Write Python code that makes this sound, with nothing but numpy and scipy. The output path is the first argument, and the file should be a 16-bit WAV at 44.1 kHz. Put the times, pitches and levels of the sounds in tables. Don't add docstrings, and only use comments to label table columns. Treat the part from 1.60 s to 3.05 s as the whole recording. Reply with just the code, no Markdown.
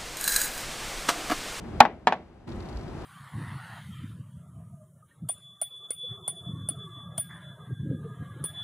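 import sys
import numpy as np
from scipy import signal
from scipy.fft import rfft, irfft, next_fast_len
from scipy.io import wavfile
from scipy.ndimage import map_coordinates

SR = 44100
rng = np.random.default_rng(int(sys.argv[2]) if len(sys.argv) > 2 else 0)


def generate_wav(signal):
    frames = np.transpose(np.atleast_2d(signal))
    scaled = np.clip(frames, -1, 1) * 32767
    pcm = np.round(scaled).astype(np.int16)
    wavfile.write(sys.argv[1], SR, pcm)


N = 63945

# time in seconds, rumble level in dB, hiss level in dB.
YARD_LEVELS = [(0, -41, -47.5), (.2, -37.5, -45.5), (.4, -38.5, -46), (.8, -41, -46.5), (.9, -38.5, -47),
               (.95, -36, -46.5), (1.05, -40, -46.5), (1.17, -41, -46), (1.23, -39.5, -47),
               (1.29, -38, -46.5), (1.45, -40, -44.5)]
# frequency in Hz, gain in dB.
RUMBLE_COLOUR = [(15, -33.5), (28, -9.5), (58, -3.5), (82, -1.5), (120, -4), (200, -6), (280, -9),
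                 (345, -4), (430, -18), (700, -32), (2000, -71.5)]
HISS_COLOUR = [(100, -14), (400, 0.5), (780, 2), (1100, -4), (2000, -11.5), (4700, -22), (7000, -28),
               (10500, -36), (15000, -50.5)]
# frequency in Hz, left-right correlation (limited to -1..1 in use).
YARD_LIKENESS = [(60, 1), (130, .88), (300, .78), (700, 0.53), (1400, 0.96), (3000, 0), (10000, -1.6)]
# frequency in Hz, level in dB before the waver.
DRONE = [(59, -48.5), (80, -48.5), (238, -52.5), (322, -55)]
HISS_PAN_DB, DRONE_KNOTS_PER_S = 3.55, 17

# end in seconds, peak level in dB.
SKIDS = [(0.2057, -11), (0.472, -26)]
# frequency in Hz, gain in dB.
SKID_COLOUR = [(100, -21.5), (800, 1), (2200, -1), (5000, -4.5), (10000, -22.5), (15000, -46)]
SKID_S = 0.0036

# start in seconds, level in dB, contact brightness in Hz,
# extra crack in dB, factor on the wall's ring times, left-right difference in dB.
KNOCKS = [(0.2048, 18.5, 3290, -3, 1.1, 2.5), (0.2297, -7.5, 6800, -4.5, 0.45, 3.5),
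          (0.2522, 1.5, 2434, 4.5, 0.83, 4), (0.472, 13, 4350, 1, 0.45, 0), (0.5241, 4, 4400, -3, 0.58, 0)]
# frequency in Hz, level in dB, 60 dB decay in seconds at ring factor 1.
WALL_MODES = [(240, -19.5, 0.12), (850, 0, 0.03), (1080, -17.5, 0.022), (1391, -5, 0.0076),
              (1778, -13, 0.01), (2210, -19, 0.0039), (2917, -20, 0.0051), (4564, -23, .006)]
# frequency in Hz, level in dB, 60 dB decay in seconds.
BARREL_MODES = [(241, -17.5, 0.14), (458, -41.5, 0.065), (642, -24, 0.11), (746, -14.5, .1),
                (837, -19.5, 0.062), (948, -22.5, .1), (988, -27.5, 0.028), (1084, -24, 0.074),
                (1117, -13.5, 0.064), (1356, -23, 0.028), (1585, -22.5, .06), (1734, -20, 0.066),
                (1867, -20, 0.02), (2553, -24.5, 0.029), (2964, -32.5, .05)]
# frequency in Hz, gain in dB.
CRACK_COLOUR = [(100, -25.5), (1000, 7), (2400, -2.5), (5000, -10.5), (8000, -19), (11000, -25.5),
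                (15000, -39)]
# frequency in Hz, gain in dB.
SHELL_COLOUR = [(40, -8.5), (180, 1), (350, -5.5), (540, -8.5), (720, -3), (1250, -4), (2200, -15.5),
                (3800, -15.5), (6000, -30), (10000, -31), (15000, -60.5)]
# frequency in Hz, 60 dB decay in seconds.
SHELL_T60 = [(200, 0.6), (600, 0.36), (1500, 0.052), (4000, 0.095), (10000, 0.036)]
# delay in seconds, level in dB.
INNER_ECHOES = [(.0065, -6.5), (.011, -16), (.0158, -17.5)]
# frequency in Hz, gain in dB.
YARD_ECHO_COLOUR = [(100, -17.5), (400, -2), (1000, -3), (2000, -1), (3600, -11.5), (6000, -20.5),
                    (15000, -51)]
# frequency in Hz, left-right correlation.
KNOCK_LIKENESS = [(200, .97), (1000, 1), (3000, 0.42), (8000, .3)]
# frequency in Hz, share of the left-right dB.
PAN_SHARE = [(100, -0.9), (800, 1.33), (3000, 0.2), (8000, 0.5)]
CRACK_DB, CRACK_T60_S = -11, 0.024
SHELL_DB, BARREL_BUILD_S = -22, 0.0035
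YARD_ECHO_DB, YARD_ECHO_T60_S = -34, 0.28
MODE_SCATTER_DB = 1.5
RADIATION_HZ = 340

# start in seconds, level in dB, pitch in Hz.
BUMPS = [(0.422, -31, 195), (0.933, -35.5, 62), (.956, -35, 235), (1.154, -18, 57), (1.274, -35, 74)]
# start in seconds, level in dB, pitch in Hz.
TICKS = [(.8785, -54, 2500), (0.891, -48.5, 4400), (.921, -44.5, 3700), (0.96, -55.5, 8200),
         (1.005, -48.5, 4120), (1.088, -46.5, 4450), (1.129, -49, 4260), (1.172, -43, 4600)]
BUMP_T60_S, TICK_T60_S = 0.12, 0.017
TICK_WIDTH_OCT = 0.24

# frequency in Hz, gain in dB.
RUSTLE_COLOUR = [(300, -22.5), (1500, -1.5), (4500, 7), (7000, -5), (11000, -16), (15000, -35)]
RUSTLE_START_S, RUSTLE_DB = 0.875, -64
SLIPS_PER_S, SLIP_SPREAD_DB, GRAIN_S = 250, 3.5, 0.003

LEFT_LEAD_S = 0.000045
TRIGGER, HOLD_S = 2.5, 0.391
DUCK_DB, DUCK_ATTACK_S, DUCK_RELEASE_S = 13, 0.0089, 0.0067
CLIP_HARDNESS = 14
TOP_HZ, TOP_EDGE_HZ = 15200, 350


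def amp(db):
    return 10 ** (np.asarray(db) / 20)


def unit(x):
    return x / np.sqrt(np.mean(x ** 2) + 1e-20)


def along(points, hz):
    f, v = np.transpose(points)
    return np.interp(np.log(hz + 1), np.log(f + 1), v)


def clock():
    return np.arange(N) / SR


def fade(t60):
    return np.exp(-np.log(1000) * clock() / t60)


def pan(db):
    return amp(np.array([[1], [-1]]) * db / 2)


def delayed(x, s):
    gap = max(round(s * SR), 0)
    return np.pad(x, [(0, 0)] * (x.ndim - 1) + [(gap, 0)])[..., :N]


def filtered(x, response):
    m = next_fast_len(N + SR // 2)
    return irfft(rfft(x, m) * response(np.fft.rfftfreq(m, 1 / SR)), m)[..., :N]


def wobble(rate):
    return map_coordinates(rng.standard_normal(N // 100), [clock() * rate], mode="mirror")


def noise(colour, likeness):
    def mid_side(hz):
        angle = np.arccos(np.clip(along(likeness, hz), -1, 1)) / 2
        return amp(along(colour, hz)) * [np.cos(angle), np.sin(angle)]

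    mid, side = filtered(rng.standard_normal((2, N)), mid_side)
    return unit(np.array([mid + side, mid - side]))


def ring(modes):
    out = np.zeros(N)
    for hz, db, t60 in modes:
        level = amp(db + MODE_SCATTER_DB * rng.standard_normal())
        out += level * fade(t60) * np.sin(2 * np.pi * hz * clock())
    return out


def yard():
    t = clock()
    s, rumble_db, hiss_db = np.transpose(YARD_LEVELS)
    rumble = amp(np.interp(t, s, rumble_db)) * noise(RUMBLE_COLOUR, YARD_LIKENESS)
    hiss = amp(np.interp(t, s, hiss_db)) * pan(HISS_PAN_DB) * noise(HISS_COLOUR, YARD_LIKENESS)
    drone = np.zeros(N)
    for hz, db in DRONE:
        waver = wobble(DRONE_KNOTS_PER_S) + 1j * wobble(DRONE_KNOTS_PER_S)
        drone += amp(db) * np.real(waver * np.exp(2j * np.pi * hz * t))
    return rumble + hiss + drone


def skids():
    t = clock()
    swell = np.zeros(N)
    for s, db in SKIDS:
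        swell += amp(db) * np.clip(1 - (s - t) / SKID_S, 0, 1) * (t < s)
    return swell * noise(SKID_COLOUR, YARD_LIKENESS)


def shell():
    hz, t, z = signal.stft(noise(SHELL_COLOUR, KNOCK_LIKENESS), SR, nperseg=256)
    decay = np.exp(-np.log(1000) * t / along(SHELL_T60, hz)[:, None])
    return amp(SHELL_DB) * signal.istft(z * decay, SR)[1][:, :N]


def knocks():
    out = np.zeros((2, N))
    for s, db, bright_hz, crack_db, ring_factor, pan_db in KNOCKS:
        wall = -ring([(hz, level, t60 * ring_factor) for hz, level, t60 in WALL_MODES])
        build = 1 - np.exp(-clock() / BARREL_BUILD_S)
        hollow = (shell() - ring(BARREL_MODES)) * build
        echo_noise = noise(YARD_ECHO_COLOUR, YARD_LIKENESS)
        outside = amp(YARD_ECHO_DB) * fade(YARD_ECHO_T60_S) * echo_noise
        crack_noise = noise(CRACK_COLOUR, KNOCK_LIKENESS)
        crack = amp(CRACK_DB + crack_db) * fade(CRACK_T60_S) * crack_noise
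        inside = sum(amp(level) * delayed(wall + crack, delay) for delay, level in INNER_ECHOES)

        def contact_and_pan(hz):
            contact = 1 / (1 + 1j * np.sqrt(2) * hz / bright_hz - (hz / bright_hz) ** 2)
            return contact * pan(pan_db * along(PAN_SHARE, hz))

        blow = filtered(crack + wall + inside + hollow + outside, contact_and_pan)
        out += amp(db) * delayed(blow, s)
    return filtered(out, lambda hz: (1j * hz / (RADIATION_HZ + 1j * hz)) ** 2)


def handling():
    out = np.zeros((2, N))
    for s, db, pitch_hz in BUMPS:
        onset = 1 - np.exp(-clock() * pitch_hz)
        out += delayed(ring([(pitch_hz, db, BUMP_T60_S)]) * onset, s)
    for s, db, pitch_hz in TICKS:
        def band(hz):
            return 1 / (1 + (np.log2((hz + 1) / pitch_hz) / TICK_WIDTH_OCT) ** 2)

        tick = unit(filtered(rng.standard_normal((2, N)), band)) * fade(TICK_T60_S)
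        out += amp(db) * delayed(tick, s)
    return out


def rustle():
    starts = rng.random(N) < SLIPS_PER_S / SR
    slips = starts * amp(SLIP_SPREAD_DB * rng.standard_normal(N))
    grains = signal.fftconvolve(slips, np.exp(-clock() / GRAIN_S))[:N]
    moving = clock() > RUSTLE_START_S
    return amp(RUSTLE_DB) * unit(grains) * moving * noise(RUSTLE_COLOUR, YARD_LIKENESS)


def scene():
    sound = yard() + skids() + knocks() + handling() + rustle()
    sides = np.array([[1], [-1]])
    return filtered(sound, lambda hz: np.exp(1j * np.pi * hz * LEFT_LEAD_S * sides))


def record(dry):
    t = clock()
    over = np.abs(dry).max(axis=0) > TRIGGER
    last_over = np.maximum.accumulate(np.where(over, t, -1))
    since = t - last_over
    held = np.clip(1 - (since - HOLD_S) / DUCK_RELEASE_S, 0, 1)
    size = max(round(DUCK_ATTACK_S * SR), 1)
    duck = np.convolve(held, np.ones(size) / size)[:N]
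    x = dry * amp(-DUCK_DB * duck)
    clipped = x / (1 + np.abs(x) ** CLIP_HARDNESS) ** (1 / CLIP_HARDNESS)
    return filtered(clipped, lambda hz: (1 - np.tanh((hz - TOP_HZ) / TOP_EDGE_HZ)) / 2)


dry = scene()
out = record(dry)
generate_wav(out)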